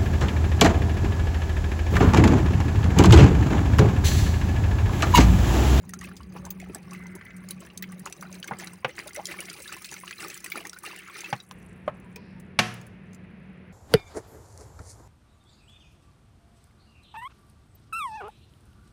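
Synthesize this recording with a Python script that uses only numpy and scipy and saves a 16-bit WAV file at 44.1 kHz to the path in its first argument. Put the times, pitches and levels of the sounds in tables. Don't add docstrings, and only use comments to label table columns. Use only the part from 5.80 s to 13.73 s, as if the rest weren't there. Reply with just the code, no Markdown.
import sys
import numpy as np
from scipy import signal
from scipy.fft import rfft, irfft, next_fast_len
from scipy.io import wavfile
from scipy.ndimage import uniform_filter1d

SR = 44100
rng = np.random.default_rng(int(sys.argv[2]) if len(sys.argv) > 2 else 0)


def wav_out(sig):
    wavfile.write(sys.argv[1], SR, np.round(np.clip(np.atleast_2d(sig).T, -1, 1) * 32767).astype(np.int16))


N = 349536
TIME = np.arange(N) / SR
POUR_END_S = 5.62


# (time [s], gurgle [dB], splash [dB], spray [dB])
STEADY_FLOW = [(0, -62, -69, -66.5), (1.0, -61.5, -63, -67), (1.95, -62.5, -67, -69),
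               (2.45, -56.5, -64.5, -63.5), (3.1, -70, -62.5, -67), (3.55, -54.5, -55, -55),
               (4.1, -81, -57.5, -54), (4.6, -84, -57.5, -56), (4.97, -66, -60, -60.5),
               (5.17, -64.5, -48, -59.5), (5.5, -59, -49, -55), (5.66, -66, -75, -71.5)]
# (time [s], fall time [s], splash [dB], gurgle [dB])
GUSHES = [(0.236, .06, -48, -49), (0.566, 0.028, -49, -41.5), (0.658, 0.045, -56.5, -46),
          (0.818, 0.044, -54, -47.5), (0.958, .03, -52, -44.5), (1.13, .08, -54, -49),
          (1.702, .025, -48.5, -55), (1.82, 0.05, -52, -49), (2.092, .08, -58.5, -73),
          (2.272, 0.028, -49, -46), (2.434, 0.036, -53.5, -50), (2.541, 0.037, -49.5, -64),
          (2.682, 0.056, -53, -44.5), (2.809, 0.087, -44.5, -50.5), (3.084, 0.037, -50, -53),
          (3.189, .04, -43, -46.5), (3.262, .03, -52.5, -54), (3.364, 0.046, -46, -64),
          (3.513, .04, -39.5, -45), (3.601, 0.054, -46.5, -53), (3.699, .06, -46.5, -55),
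          (3.787, .04, -51, -54), (3.927, .04, -39, -51), (4.052, .025, -48, -67), (4.126, .07, -46, -53.5),
          (4.274, .06, -46.5, -60), (4.43, .06, -40, -44), (4.554, .03, -46, -89),
          (4.661, 0.028, -46.5, -51), (4.772, .028, -36.5, -40.5), (4.859, .03, -50.5, -48),
          (5.059, .07, -41, -48.5), (5.36, .05, -46, -72), (5.479, .05, -49.5, -50)]

def churning(rise_s=0.019, gush_spray_db=-7, wobble_db=2, wobble_hz=14):
    splash, gurgle = np.zeros((2, N))
    t = TIME[:SR // 2] - 0.1
    for s, fall_s, splash_db, gurgle_db in GUSHES:
        shape = np.exp(np.minimum(t / rise_s, -t / fall_s))
        add(splash, s + t[0], from_db(splash_db) * shape)
        add(gurgle, s + t[0], from_db(gurgle_db) * shape)
    spray = splash * from_db(gush_spray_db)
    flow = from_db(in_time(STEADY_FLOW) + wobble_db * drift(wobble_hz))
    return 20 * np.log10(np.hypot([gurgle, splash, spray], flow))


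# (start [s], length [s], level [dB])
BURBLES = [(1.11, 0.5, -52.5), (5.21, 0.37, -55.5)]

def stream(gurgle_db, splash_db, spray_db):
    large = bubble_cloud(475, 1229, per_s=170, cycles=20.3, spread_db=5, size=1600)
    medium = bubble_cloud(1153, 3690, per_s=520, cycles=29, spread_db=4, size=900, rise=0.089)
    small = bubble_cloud(3680, 11390, per_s=250, cycles=64, spread_db=7, size=800, rise=0.14)
    burble = bubble_cloud(1310, 2240, per_s=600, cycles=38, spread_db=1.5, size=1300)
    hollow = band(resonate(rng.standard_normal(N), hz=350, width=55), 260, 515)
    plunge = band(rng.standard_normal(N), 155, 203)
    water = from_db(gurgle_db - 4) * even(large, size=2600)
    water += from_db(splash_db - 4) * even(medium, size=2400)
    water += from_db(spray_db - 4.5) * even(small, size=3200)
    water += spells(BURBLES, edge_s=0.06) * burble
    water += from_db((2 * gurgle_db + splash_db) / 3 - 3) * even(hollow, size=4000)
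    water += from_db(gurgle_db - 10) * even(plunge, size=4000)
    return pour_gate() * water


# (frequency [Hz], gain [dB])
SPLASH_COLOUR = [(540, 0.5), (720, -3), (1100, 1), (2000, 6.5), (2600, 6.5), (3300, -10.5), (4000, 0),
                 (5000, -5), (6200, -1.5), (7200, -10), (8500, -1.5), (10000, 0), (11500, -2.5),
                 (13500, -9.5), (15500, -2.5)]

def bubble_cloud(low_hz, high_hz, per_s, cycles, spread_db, size, rise=0.27):
    when, chance, pitch, glide = rng.random((6000, 4))[:int(per_s * N / SR)].T[..., None]
    hz = low_hz * (high_hz / low_hz) ** pitch
    age = TIME[:size] * hz / cycles
    strength = unequal(chance, spread_db) * from_db(at_hz(SPLASH_COLOUR, hz)) * hz
    notes = strength * chirp(age, cycles, rise * glide) * impact(age, swell=0.095, t60=1)
    samples = (when * N).astype(int) + np.arange(size)
    cloud = np.bincount(samples.ravel(), notes.ravel(), N)[:N]
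    return rms_one(basin_echo(cloud, wall=0.28, tail_db=-7.5, tail_t60=0.09))


def patter(low_hz, high_hz, per_s, spread_db, tick_s, bands, density=1, width_octaves=0.27):
    when, chance, pitch, keep = rng.random((12000, 4))[:int(per_s * N / SR)].T
    at = (when * (N - 1)).astype(int)
    strength = unequal(chance, spread_db) * (keep < (density * np.ones(N))[at])
    edges = np.geomspace(low_hz, high_hz, bands + 1)
    out = np.zeros(N)
    for low, high in zip(edges, edges[1:]):
        hz = np.sqrt(low * high)
        octaves_off = np.log2(hz / low_hz) - pitch * np.log2(high_hz / low_hz)
        hits = np.bincount(at, strength ** 2 * np.exp(-(octaves_off / width_octaves) ** 2), N) + 1e-18
        power = smear(smear(hits, tick_s / 2), tick_s)
        echo = 0.18 * smear(power, fall_s=0.004)
        noise = band(rng.standard_normal(N), low, high)
        out += from_db(at_hz(SPLASH_COLOUR, hz)) * np.sqrt(power + echo) * noise
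    return rms_one(out)


def splatter(splash_db, spray_db, densest_db=-52, thinning=0.62):
    density = from_db(thinning * (spray_db - densest_db))
    coarse = patter(1334, 6200, per_s=900, spread_db=3, tick_s=0.0014, bands=8, density=density)
    fine = patter(3710, 12560, per_s=1200, spread_db=4.5, tick_s=0.0012, bands=8, density=density)
    mist = patter(14300, 16300, per_s=1100, spread_db=3, tick_s=0.0015, bands=1, density=density)
    layers = (splash_db - 5.5, coarse), (spray_db - 5, fine), (spray_db - 8, mist)
    return pour_gate() * sum(from_db(db) * even(droplets, size=3000) for db, droplets in layers)


# (time [s], level [dB], pitch [Hz], t60 [s])
BIG_BUBBLES = [(0.037, -55, 1060, 0.017), (0.0928, -49, 1910, 0.021), (0.1351, -39, 1350, 0.012),
               (0.2122, -41.5, 1890, 0.044), (0.217, -48, 1090, 0.025), (0.2434, -41.5, 2610, 0.037),
               (0.2721, -51, 2300.0, 0.008), (0.3132, -46.5, 1380, 0.029), (0.4038, -46.5, 1100, 0.038),
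               (0.5605, -43, 910, 0.035), (0.6453, -51, 1140, 0.036), (0.6648, -43, 950, 0.053),
               (0.7054, -49.5, 2680, 0.007), (0.7998, -44.5, 2170, 0.015), (0.8398, -51, 2040, 0.027),
               (0.8959, -39, 362, 0.041), (0.9464, -46, 1640, 0.044), (0.947, -49, 850, 0.035),
               (1.076, -52, 1100, 0.029), (1.256, -50.5, 990, 0.025), (1.362, -51.5, 980, 0.038),
               (1.116, -45, 1090, 0.042), (1.1477, -45, 2020, 0.008), (1.3505, -41.5, 350, 0.07),
               (1.4106, -45, 1810, 0.023), (1.4641, -47, 2070, 0.02), (1.5045, -47.5, 2050, 0.029),
               (1.7089, -41.5, 4060, 0.0039), (1.8211, -51, 1090, 0.031), (1.8686, -50.5, 1790, 0.029),
               (1.9005, -50, 2820, 0.016), (2.0241, -38, 1912, 0.033), (2.0388, -40.5, 2130, 0.015),
               (2.1151, -51, 1160, 0.04), (2.125, -50, 1970, 0.02), (2.2613, -35.5, 1290, 0.0064),
               (2.2712, -40.5, 960, 0.022), (2.272, -43.5, 2680, 0.012), (2.3238, -46, 2640, 0.011),
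               (2.4256, -38.5, 1270, 0.0082), (2.4507, -47.5, 1340, 0.052), (2.6276, -37.5, 3040, 0.0075),
               (2.6414, -40.5, 1580, 0.013), (2.6793, -38, 2165, 0.027), (2.734, -41, 2020, 0.026),
               (2.7983, -42, 1920, 0.0083), (2.822, -46, 820, 0.022), (2.8355, -44, 2180, 0.011),
               (2.8699, -48, 1375, 0.044), (2.932, -51.5, 980, 0.052), (3.079, -43, 478, 0.048),
               (3.093, -42.5, 2040, 0.032), (3.181, -36, 1920, 0.0049), (3.1979, -35.5, 2100, 0.0044),
               (3.2606, -42.5, 576, 0.052), (3.3064, -45.5, 2070, 0.027), (3.3505, -41.5, 2070, 0.054),
               (3.361, -40, 2030, 0.029), (3.3698, -39, 529, 0.13), (3.3901, -34, 818, 0.059),
               (3.4861, -39.5, 1940, 0.042), (3.512, -40, 2630, 0.012), (3.5173, -39, 2310, 0.037),
               (3.5455, -46, 1720, 0.02), (3.5864, -36.5, 2230, 0.022), (3.592, -47.5, 655, 0.035),
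               (3.6074, -41, 2810, 0.038), (3.6819, -41, 2110.0, 0.058), (3.7296, -47, 2590, 0.011),
               (3.7648, -49, 2520.0, 0.033), (3.797, -47.5, 500, 0.037), (3.856, -42.5, 1700, 0.023),
               (3.878, -41.5, 3840, 0.014), (3.8916, -43.5, 1470, 0.019), (3.924, -47, 2700, 0.05),
               (3.9394, -52, 2180, 0.038), (4.045, -46, 2530, 0.087), (4.0916, -46, 2670, 0.0099),
               (4.1244, -47, 1670, 0.026), (4.1412, -47, 1430, 0.02), (4.1646, -42.5, 2250, 0.021),
               (4.2345, -40.5, 1034, 0.024), (4.277, -39.5, 2780, 0.017), (4.3085, -38, 1930, 0.016),
               (4.326, -39.5, 2500, 0.016), (4.3952, -43, 2740, 0.043), (4.405, -41, 2150, 0.016),
               (4.4271, -40.5, 1400, 0.025), (4.4458, -38.5, 1180, 0.025), (4.459, -45, 400, 0.05),
               (4.4994, -43.5, 2560, 0.094), (4.6426, -41.5, 2490, 0.043), (4.6614, -38, 1950, 0.015),
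               (4.7189, -30.5, 2220, 0.015), (4.7557, -35, 1320, 0.0094), (4.7562, -40, 386, 0.05),
               (4.809, -49, 674, 0.03), (4.8514, -38, 1950, 0.014), (4.863, -50, 1190, 0.025),
               (4.9303, -44, 1466, 0.036), (4.9619, -44, 1440, 0.057), (5.0367, -39, 1184, 0.043),
               (5.0613, -37.5, 2750, 0.025), (5.1118, -43, 2600, 0.046), (5.1734, -47.5, 2770, 0.05),
               (5.191, -48, 2680, 0.018), (5.2843, -44, 1390, 0.013), (5.2955, -48, 1070, 0.11),
               (5.4421, -35, 2590, 0.039), (5.4586, -40, 2660, 0.017), (5.6008, -44.5, 3840, 0.013),
               (5.711, -43, 1110, 0.0098), (6.3587, -43, 2370, 0.03), (6.362, -45.5, 430, 0.041)]

def bubbles(splash_db, rise_per_s=12, swell_s=0.0014, slap_db=-6, trim_db=-0.5):
    out, t = np.zeros(N), TIME[:SR // 8]
    lesser = scatter(splash_db, level_db=-51.5, follows=0.51, spread_db=1.5,
                     low_hz=900, high_hz=2950, crowding=0.5, count=50)
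    lesser = [(s, db, hz, 0.035 * (hz / 1000) ** -0.3) for s, db, hz in lesser]
    for s, db, hz, t60 in [*BIG_BUBBLES, *lesser]:
        glide = 1 + rise_per_s * rng.random() * (t - 2 * swell_s)
        note = np.sin(2 * np.pi * np.cumsum(hz * glide) / SR)
        slap = even(band(rng.standard_normal(len(t)), hz * 0.63, hz * 1.49), size=200)
        plop = (rms_one(note) + from_db(slap_db) * slap) * impact(t, swell_s, t60)
        echoed = basin_echo(plop, wall=0.38, tail_db=-9.5, tail_t60=0.093)
        add(out, s, from_db(db + trim_db) * attack_one(echoed))
    return out


# (time [s], level [dB], pitch [Hz], t60 [s], fizz level [dB])
SHARP_DROPS = [(0.0917, -45, 9330, 0.021, -71.0), (0.106, -59, 6000, 0.012, -70),
               (0.1357, -39.5, 6170, 0.023, -50), (0.1895, -48, 6300, 0.01, -75.0),
               (0.211, -48, 6500, 0.009, -66.0), (0.24, -48.5, 8000, 0.01, -56.0),
               (0.254, -52, 9000, 0.014, -62), (0.3653, -48.5, 4990, 0.052, -54),
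               (0.431, -57, 4800, 0.011, -70), (0.651, -44, 6130, 0.015, -52),
               (0.6615, -52, 7130.0, 0.025, -57.0), (0.705, -40, 6170, 0.02, -29),
               (0.8, -50.5, 7100, 0.015, -56), (0.9463, -36, 7900, 0.018, -61),
               (1.108, -50, 5970, 0.036, -69.0), (1.1321, -47.0, 8400, 0.032, -53),
               (1.2673, -53.5, 6100, 0.0082, -64), (1.3512, -46, 9660, 0.035, -60),
               (1.451, -56, 10700, 0.015, -59), (1.564, -52, 8500, 0.04, -62),
               (1.687, -43, 6900, 0.0084, -67), (1.7071, -33.5, 10250, 0.018, -62),
               (1.803, -51.5, 7400, 0.041, -54), (1.863, -54, 9500, 0.014, -64),
               (1.9748, -38, 6300, 0.014, -44), (2.0244, -41, 3830.0, 0.023, -32),
               (2.119, -50, 9100, 0.025, -60), (2.1936, -45.5, 10700, 0.025, -64),
               (2.2556, -40, 6770, 0.043, -62.0), (2.2983, -52, 6930.0, 0.004, -65.0),
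               (2.3246, -40.5, 5890, 0.012, -54), (2.365, -58, 5950, 0.012, -70),
               (2.409, -48, 5870, 0.026, -47), (2.423, -50, 9800.0, 0.025, -55),
               (2.526, -46, 6270, 0.015, -60), (2.5508, -50, 3920.0, 0.025, -61.0),
               (2.599, -49, 10400, 0.012, -60), (2.6285, -49, 3420, 0.049, -52),
               (2.642, -45, 6100, 0.023, -62.0), (2.6752, -44, 5870, 0.023, -43),
               (2.7856, -44.5, 7540, 0.044, -52.0), (2.797, -45, 5400, 0.016, -58),
               (2.843, -45.0, 9860, 0.013, -66.0), (2.871, -41.5, 3920, 0.017, -56),
               (2.9319, -48, 8440, 0.032, -65.0), (3.1638, -52, 7900, 0.029, -63.0),
               (3.1895, -42, 4830, 0.01, -64), (3.2735, -42, 9800, 0.022, -51),
               (3.278, -45.5, 3660, 0.017, -62), (3.2915, -52, 6300, 0.018, -51),
               (3.332, -49, 5760, 0.009, -65.0), (3.345, -43.0, 9830, 0.039, -56.0),
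               (3.3604, -39.5, 5850, 0.013, -50.0), (3.4548, -32.5, 5150, 0.0071, -60),
               (3.4677, -38, 6800, 0.013, -48), (3.604, -36, 9600, 0.0069, -53),
               (3.6534, -46, 5760, 0.025, -65.0), (3.6978, -39.5, 4770, 0.022, -60.0),
               (3.73, -45.5, 8500, 0.01, -56), (3.8188, -43.5, 7750, 0.11, -51.0),
               (3.925, -44, 7460, 0.034, -50.0), (4.0191, -47, 10100, 0.014, -50),
               (4.044, -40.5, 4100, 0.04, -43), (4.0567, -45, 8460.0, 0.013, -58.0),
               (4.0883, -48, 5000, 0.025, -58.0), (4.113, -42, 6590.0, 0.018, -60.0),
               (4.1244, -45, 5930, 0.025, -56.0), (4.1402, -42, 6000, 0.006, -56.0),
               (4.2, -49, 9800, 0.011, -56), (4.209, -54, 10500, 0.012, -56),
               (4.308, -44, 4280, 0.016, -58), (4.402, -43, 7500, 0.075, -58),
               (4.421, -44, 4930, 0.025, -56), (4.446, -46, 5300, 0.006, -62),
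               (4.4828, -45, 5900, 0.009, -38), (4.4982, -44.5, 5920, 0.049, -53.0),
               (4.5426, -42, 7600, 0.0083, -51.0), (4.5744, -45.5, 5900, 0.021, -46),
               (4.603, -49, 7000, 0.016, -65.0), (4.642, -36.5, 8370, 0.029, -52),
               (4.66, -44, 7600, 0.022, -61), (4.7006, -43, 9540.0, 0.006, -62.0),
               (4.7168, -41.5, 3300, 0.053, -37), (4.852, -48, 6350, 0.014, -66),
               (4.8693, -43, 6380, 0.011, -45), (4.895, -40, 5640, 0.0064, -60.0),
               (4.931, -46.5, 5230, 0.0087, -57.0), (4.9868, -45.5, 9600, 0.0073, -57),
               (5.033, -46, 9400, 0.04, -52), (5.049, -46, 8100, 0.014, -58),
               (5.061, -45, 9700, 0.014, -58), (5.1612, -47.5, 9950.0, 0.013, -65.0),
               (5.188, -48, 9350.0, 0.013, -59.0), (5.367, -49.5, 4900, 0.012, -62),
               (5.405, -40, 6200, 0.024, -55.0), (5.5017, -48, 6030, 0.019, -53.5),
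               (5.6014, -60, 4040, 0.015, -75.0), (5.711, -46, 3300, 0.0041, -58),
               (6.1998, -63, 10050, 0.0051, -79.0), (6.3592, -48.5, 5160, 0.021, -47),
               (6.5985, -56, 9800, 0.022, -77), (6.939, -51, 9800, 0.022, -59),
               (7.013, -56.5, 6640, 0.016, -60), (7.066, -57, 9600, 0.024, -68),
               (7.331, -58, 6300, 0.018, -79), (7.3452, -55, 7040, 0.025, -69.0)]

def drops(spray_db, swell_s=0.0013, ping_db=3, rise_per_s=16, fizz_lead_s=0.002, fizz_trim_db=-5):
    out, t = np.zeros(N), TIME[:SR // 16]
    lesser = scatter(spray_db, level_db=-60.5, follows=1, spread_db=5.5,
                     low_hz=3770, high_hz=11160, crowding=0.31, count=90)
    lesser = [(s, db, hz, 0.0086, db - 8) for s, db, hz in lesser]
    for s, db, hz, t60, fizz_db in SHARP_DROPS + lesser:
        white = rng.standard_normal(len(t))
        ping = from_db(ping_db) * chirp(t, hz, rise_per_s * rng.random()) * impact(t, swell_s, 0.84 * t60)
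        crack = even(band(white, hz * 0.62, hz * 1.8), size=150) * impact(t, swell_s, t60)
        fizz = even(band(white, 14500, 16200), size=150) * impact(t, swell=0.0025, t60=t60)
        for part, part_s, part_db in (ping + crack, s, db), (fizz, s - fizz_lead_s, fizz_db + fizz_trim_db):
            echoed = basin_echo(part, wall=0.2, tail_db=-10, tail_t60=0.052, spread_s=0.0043)
            add(out, part_s, from_db(part_db) * attack_one(echoed))
    return out


def froth(start_db=-64, fade_db_per_s=26.5, floor_db=-86):
    since_end = TIME - POUR_END_S
    fade = from_db(start_db - fade_db_per_s * np.abs(since_end)) + from_db(floor_db)
    flicker = from_db(drift(rate_hz=3))
    crackle = patter(5500, 15500, per_s=370, spread_db=4.5, tick_s=0.00076, bands=7)
    return (since_end > 0) * fade * flicker * crackle


def basin_echo(x, wall, tail_db, tail_t60, spread_s=0.007, echoes=5):
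    t = TIME[:SR // 10]
    tail = rng.standard_normal(len(t)) * decay(t, tail_t60) * (t > 0.002)
    response = from_db(tail_db) * tail / np.linalg.norm(tail)
    path = rng.uniform(0.12, 1, echoes)
    reflections = wall * (1 - path / 2) * rng.choice([-1, 1], echoes)
    np.add.at(response, (path * spread_s * SR).astype(int), reflections)
    response[0] = 1
    return signal.fftconvolve(x, response)[:len(x)]


# (frequency [Hz], width [Hz], share added [ratio])
BASIN_NOTES = [(4780, 140, 0.41), (6090, 150, 0.55), (7550, 270, 0.23), (9850, 600, 0.32)]

def basin_ring(water):
    return resonant_eq(water, BASIN_NOTES)


# (time [s], ring pitch [Hz], ring [dB], thump [dB], body [dB], clack [dB],
# snap [dB], fizz [dB], yard echo send [dB])
BOTTLE_POPS = [(2.7108, 837, -30.5, -35.5, -31.5, -60, -73, -74, -24.5),
               (2.7155, 780, -36, -39.5, -29, -60, -70, -72, -30),
               (3.046, 532, -28.5, -32.5, -23.5, -23.5, -42.5, -55, -62),
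               (5.5276, 822, -27, -27.5, -27.5, -27.5, -40, -50, -39),
               (6.078, 604, -24, -38, -26, -39.5, -78, -59, -26.5),
               (6.7894, 2770, -20.5, -22, -19.5, -12, -18.5, -27, -17.5)]
# (low edge [Hz], high edge [Hz], bottle t60 [s], yard t60 [s])
POP_BANDS = [(115, 221, 0.099, 0.75), (464, 1360, 0.066, 0.64), (1390, 2980, 0.049, 0.48),
             (3355, 6270, 0.044, 0.45), (6530, 12400, 0.034, 0.52)]
# (frequency [Hz], relative level [dB], t60 [s])
BOOM_MODES = [(117.5, -5, 1), (180, -15, 0.84), (216, -2.5, 0.42), (350, -7.5, 0.38), (455, -14.5, 0.58),
              (733, -0.5, 0.34), (1090, -3.5, 0.24), (1310, -4.5, 0.35), (1706, -9.5, 0.52),
              (2400, -7, 0.3)]

def bottle_pops(buckle_s=0.0028, ring_t60=0.042, boom_db=12):
    out, t = np.zeros(N), TIME[:SR]
    after_buckle = np.maximum(t - buckle_s, 0)
    for s, hz, ring_db, *band_db, echo_db in BOTTLE_POPS:
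        ring = np.sin(2 * np.pi * hz * t) * decay(after_buckle, ring_t60)
        pop = from_db(ring_db) * attack_one(ring)
        for db, (low, high, t60, yard_t60) in zip(band_db, POP_BANDS):
            window = int(3 * SR / (high - low))
            noises = rng.standard_normal((2, SR + SR // 10))
            near, far = [even(band(white, low, high, order=3), window)[-SR:] for white in noises]
            attack = 1 - np.exp(-t * high)
            yard = from_db(echo_db) * far * decay(t, yard_t60)
            pop += from_db(db) * attack * (near * decay(after_buckle, t60) + yard)
        drive_db = band_db[0] + echo_db + boom_db
        for mode_hz, db, t60 in BOOM_MODES:
            pop += from_db(drive_db + db) * np.sin(2 * np.pi * mode_hz * t) * decay(t, t60)
        add(out, s, pop)
    return out


def rustle(start_s=6.37, length_s=0.29, level_db=-69):
    fade = np.interp(TIME - start_s, [-0.01, 0, length_s / 2, length_s], [0, 1, 0.7, 0])
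    return from_db(level_db) * fade * rms_one(band(rng.standard_normal(N), 3800, 5500, order=4))


# (time [s], pitch [Hz], level [dB])
FAR_TONE = [(6.2, 995, -83), (6.26, 980, -55), (6.33, 950, -77), (6.385, 975, -49.5), (6.43, 1005, -77),
            (6.52, 890, -82), (6.57, 905, -54), (6.65, 945, -80)]

def far_tone():
    hz, db = in_time(FAR_TONE)
    sounding = (TIME > FAR_TONE[0][0]) & (TIME < FAR_TONE[-1][0])
    return sounding * from_db(db) * np.sin(2 * np.pi * np.cumsum(hz) / SR)


# (time [s], hum [dB], rumble [dB], far hiss [dB])
BED_LEVELS = [(0, -54.5, -46, -65), (1.0, -51.5, -49, -60.5), (2.7, -66.5, -56.5, -61.5),
              (4.0, -64, -58.5, -75), (5.66, -60.5, -63.5, -66.5), (5.73, -52, -49, -55.5),
              (6.5, -49.5, -46.5, -56.5), (7.93, -47.5, -49, -56.5)]
# (frequency [Hz], relative level [dB], width [Hz])
HUM_TONES = [(183, 0, 1.5), (186, -6, 18), (364, -22, 8)]
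# (start [s], length [s], level [dB])
HUM_SWELLS = [(0.07, 0.3, -46), (0.47, 0.44, -43.5), (1.06, 0.31, -42.5), (1.54, .27, -43.5),
              (1.97, 0.26, -41.5), (2.4, 0.21, -44.5), (2.74, 0.243, -48.5), (3.39, 0.34, -53.5),
              (4.16, 0.13, -54.5)]
# (frequency [Hz], gain [dB])
RUMBLE_COLOUR = [(20, -44), (40, -17), (55, -2), (70, -4), (90, 0.5), (120, -4), (150, 0.5), (220, -2),
                 (290, -13), (420, -13), (700, -71)]
# (time [s], level [dB])
THROBS = [(0.24, -47), (0.44, -45), (0.64, -45.5), (0.87, -46)]
# (frequency [Hz], gain [dB])
HISS_COLOUR = [(200, -15.5), (350, 2.5), (480, 4), (700, -2.5), (1000, -5), (1350, -5), (1750, -1),
               (2600, -4), (3100, -14), (4200, -22.5), (6000, -32.5), (8000, -44), (10000, -27),
               (12500, -57), (16000, -42)]

def yard_bed(rumble_trim_db=-1, throb_hz=69, throb_s=0.057):
    hum_db, rumble_db, hiss_db = in_time(BED_LEVELS)
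    tones = np.zeros(N)
    for hz, db, width in HUM_TONES:
        phase = 2 * np.pi * hz * TIME
        tones += from_db(db) * even(drift(width) * np.cos(phase) + drift(width) * np.sin(phase), size=2000)
    hum = np.hypot(from_db(hum_db), spells(HUM_SWELLS, edge_s=0.0023)) * even(tones, size=2400)
    rumble = from_db(rumble_db + rumble_trim_db) * even(coloured_noise(RUMBLE_COLOUR), size=6000)
    pulses = sum(from_db(db) * np.exp(-((TIME - s) / throb_s) ** 2) for s, db in THROBS)
    throbs = pulses * np.sin(2 * np.pi * throb_hz * TIME)
    hiss = from_db(hiss_db) * coloured_noise(HISS_COLOUR)
    return hum + rumble + throbs + hiss


def scatter(churn_db, level_db, follows, spread_db, low_hz, high_hz, crowding, count):
    when, size, pitch = rng.random((count, 3)).T
    pouring = TIME < POUR_END_S
    swing_db = churn_db - churn_db[pouring].mean()
    due = np.cumsum(from_db(crowding * swing_db) * pouring)
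    s = np.interp((np.arange(count) + when) / count, due / due[-1], TIME)
    db = level_db + follows * np.interp(s, TIME, swing_db) + spread_db * (2 * size - 1)
    return np.transpose([s, db, low_hz * (high_hz / low_hz) ** pitch])


def pour_gate():
    return np.interp(TIME - POUR_END_S, [0, 0.07], [1, 0])


def spells(rows, edge_s):
    return sum(from_db(db) * (np.tanh((TIME - s) / edge_s) - np.tanh((TIME - s - length) / edge_s)) / 2
               for s, length, db in rows)


def chirp(t, pitch, rise):
    return np.sin(2 * np.pi * pitch * (t + rise * t ** 2 / 2))


def impact(t, swell, t60):
    return (1 - np.exp(-(t / swell) ** 2)) * decay(t, t60)


def decay(t, t60):
    return np.exp(-np.log(1000) * t / t60)


def unequal(chance, spread_db):
    return from_db(spread_db * np.minimum(-np.log(1 - chance), 4))


def drift(rate_hz):
    step, run_in = 40, 2000
    pole = np.exp(-2 * np.pi * rate_hz * step / SR)
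    white = rng.standard_normal(N // step + run_in + 2)
    slow = signal.lfilter([1], [1, -2 * pole, pole * pole], white)[run_in:]
    return np.interp(np.arange(N) / step, np.arange(len(slow)), rms_one(slow))


def coloured_noise(colour):
    size = next_fast_len(N, True)
    hz = np.maximum(np.fft.rfftfreq(size, 1 / SR), 1)
    spectrum = rfft(rng.standard_normal(size)) * from_db(at_hz(colour, hz))
    return rms_one(irfft(spectrum, size)[:N])


def band(x, low, high, order=2):
    sos = signal.butter(order, [low, min(high, 0.47 * SR)], "band", fs=SR, output="sos")
    return signal.sosfilt(sos, x)


def resonate(x, hz, width):
    r = np.exp(-np.pi * width / SR)
    feedback = [1, -2 * r * np.cos(2 * np.pi * hz / SR), r * r]
    return signal.lfilter(np.array([1, 0, -1]) * (1 - r * r) / 2, feedback, x + 1e-18)


def resonant_eq(x, notes):
    return x + sum(share * resonate(x, hz, width) for hz, width, share in notes)


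def smear(x, fall_s):
    return signal.lfilter([1 / (fall_s * SR)], [1, -np.exp(-1 / (fall_s * SR))], x)


def even(x, size):
    return x / np.sqrt(np.abs(uniform_filter1d(x ** 2, size)) + 1e-4 * np.mean(x ** 2))


def attack_one(x):
    return x / np.sqrt(np.mean(x[:SR // 100] ** 2) + 1e-20)


def rms_one(x):
    return x / np.sqrt(np.mean(x ** 2) + 1e-20)


def from_db(db):
    return 10 ** (np.asarray(db) / 20)


def in_time(rows):
    s, *columns = np.transpose(rows)
    return [np.interp(TIME, s, column) for column in columns]


def at_hz(colour, hz):
    points_hz, points_db = np.transpose(colour)
    return np.interp(np.log(hz), np.log(points_hz), points_db)


def add(out, s, sound):
    at = max(round(s * SR), 0)
    out[at:at + len(sound)] += sound[:max(N - at, 0)]


def scene():
    gurgle_db, splash_db, spray_db = churning()
    water = stream(gurgle_db, splash_db, spray_db) + splatter(splash_db, spray_db)
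    water = water + bubbles(splash_db) + drops(spray_db) + froth()
    return (basin_ring(water) + bottle_pops() + rustle() + far_tone() + yard_bed())[None]


# (frequency [Hz], width [Hz], share added [ratio])
MIC_COLOUR = [(13080, 2770, -0.8), (15400, 900, 0.3)]

def record(dry, ceiling=0.85, low_cut_hz=42, high_cut_hz=16200):
    low_cut = signal.butter(3, low_cut_hz, "high", fs=SR, output="sos")
    high_cut = signal.ellip(10, 0.2, 70, high_cut_hz, fs=SR, output="sos")
    coloured = signal.sosfilt(low_cut, resonant_eq(dry, MIC_COLOUR))
    rounded = ceiling * np.tanh(coloured / ceiling)
    return signal.sosfilt(high_cut, rounded)


dry = scene()
out = record(dry)
wav_out(out)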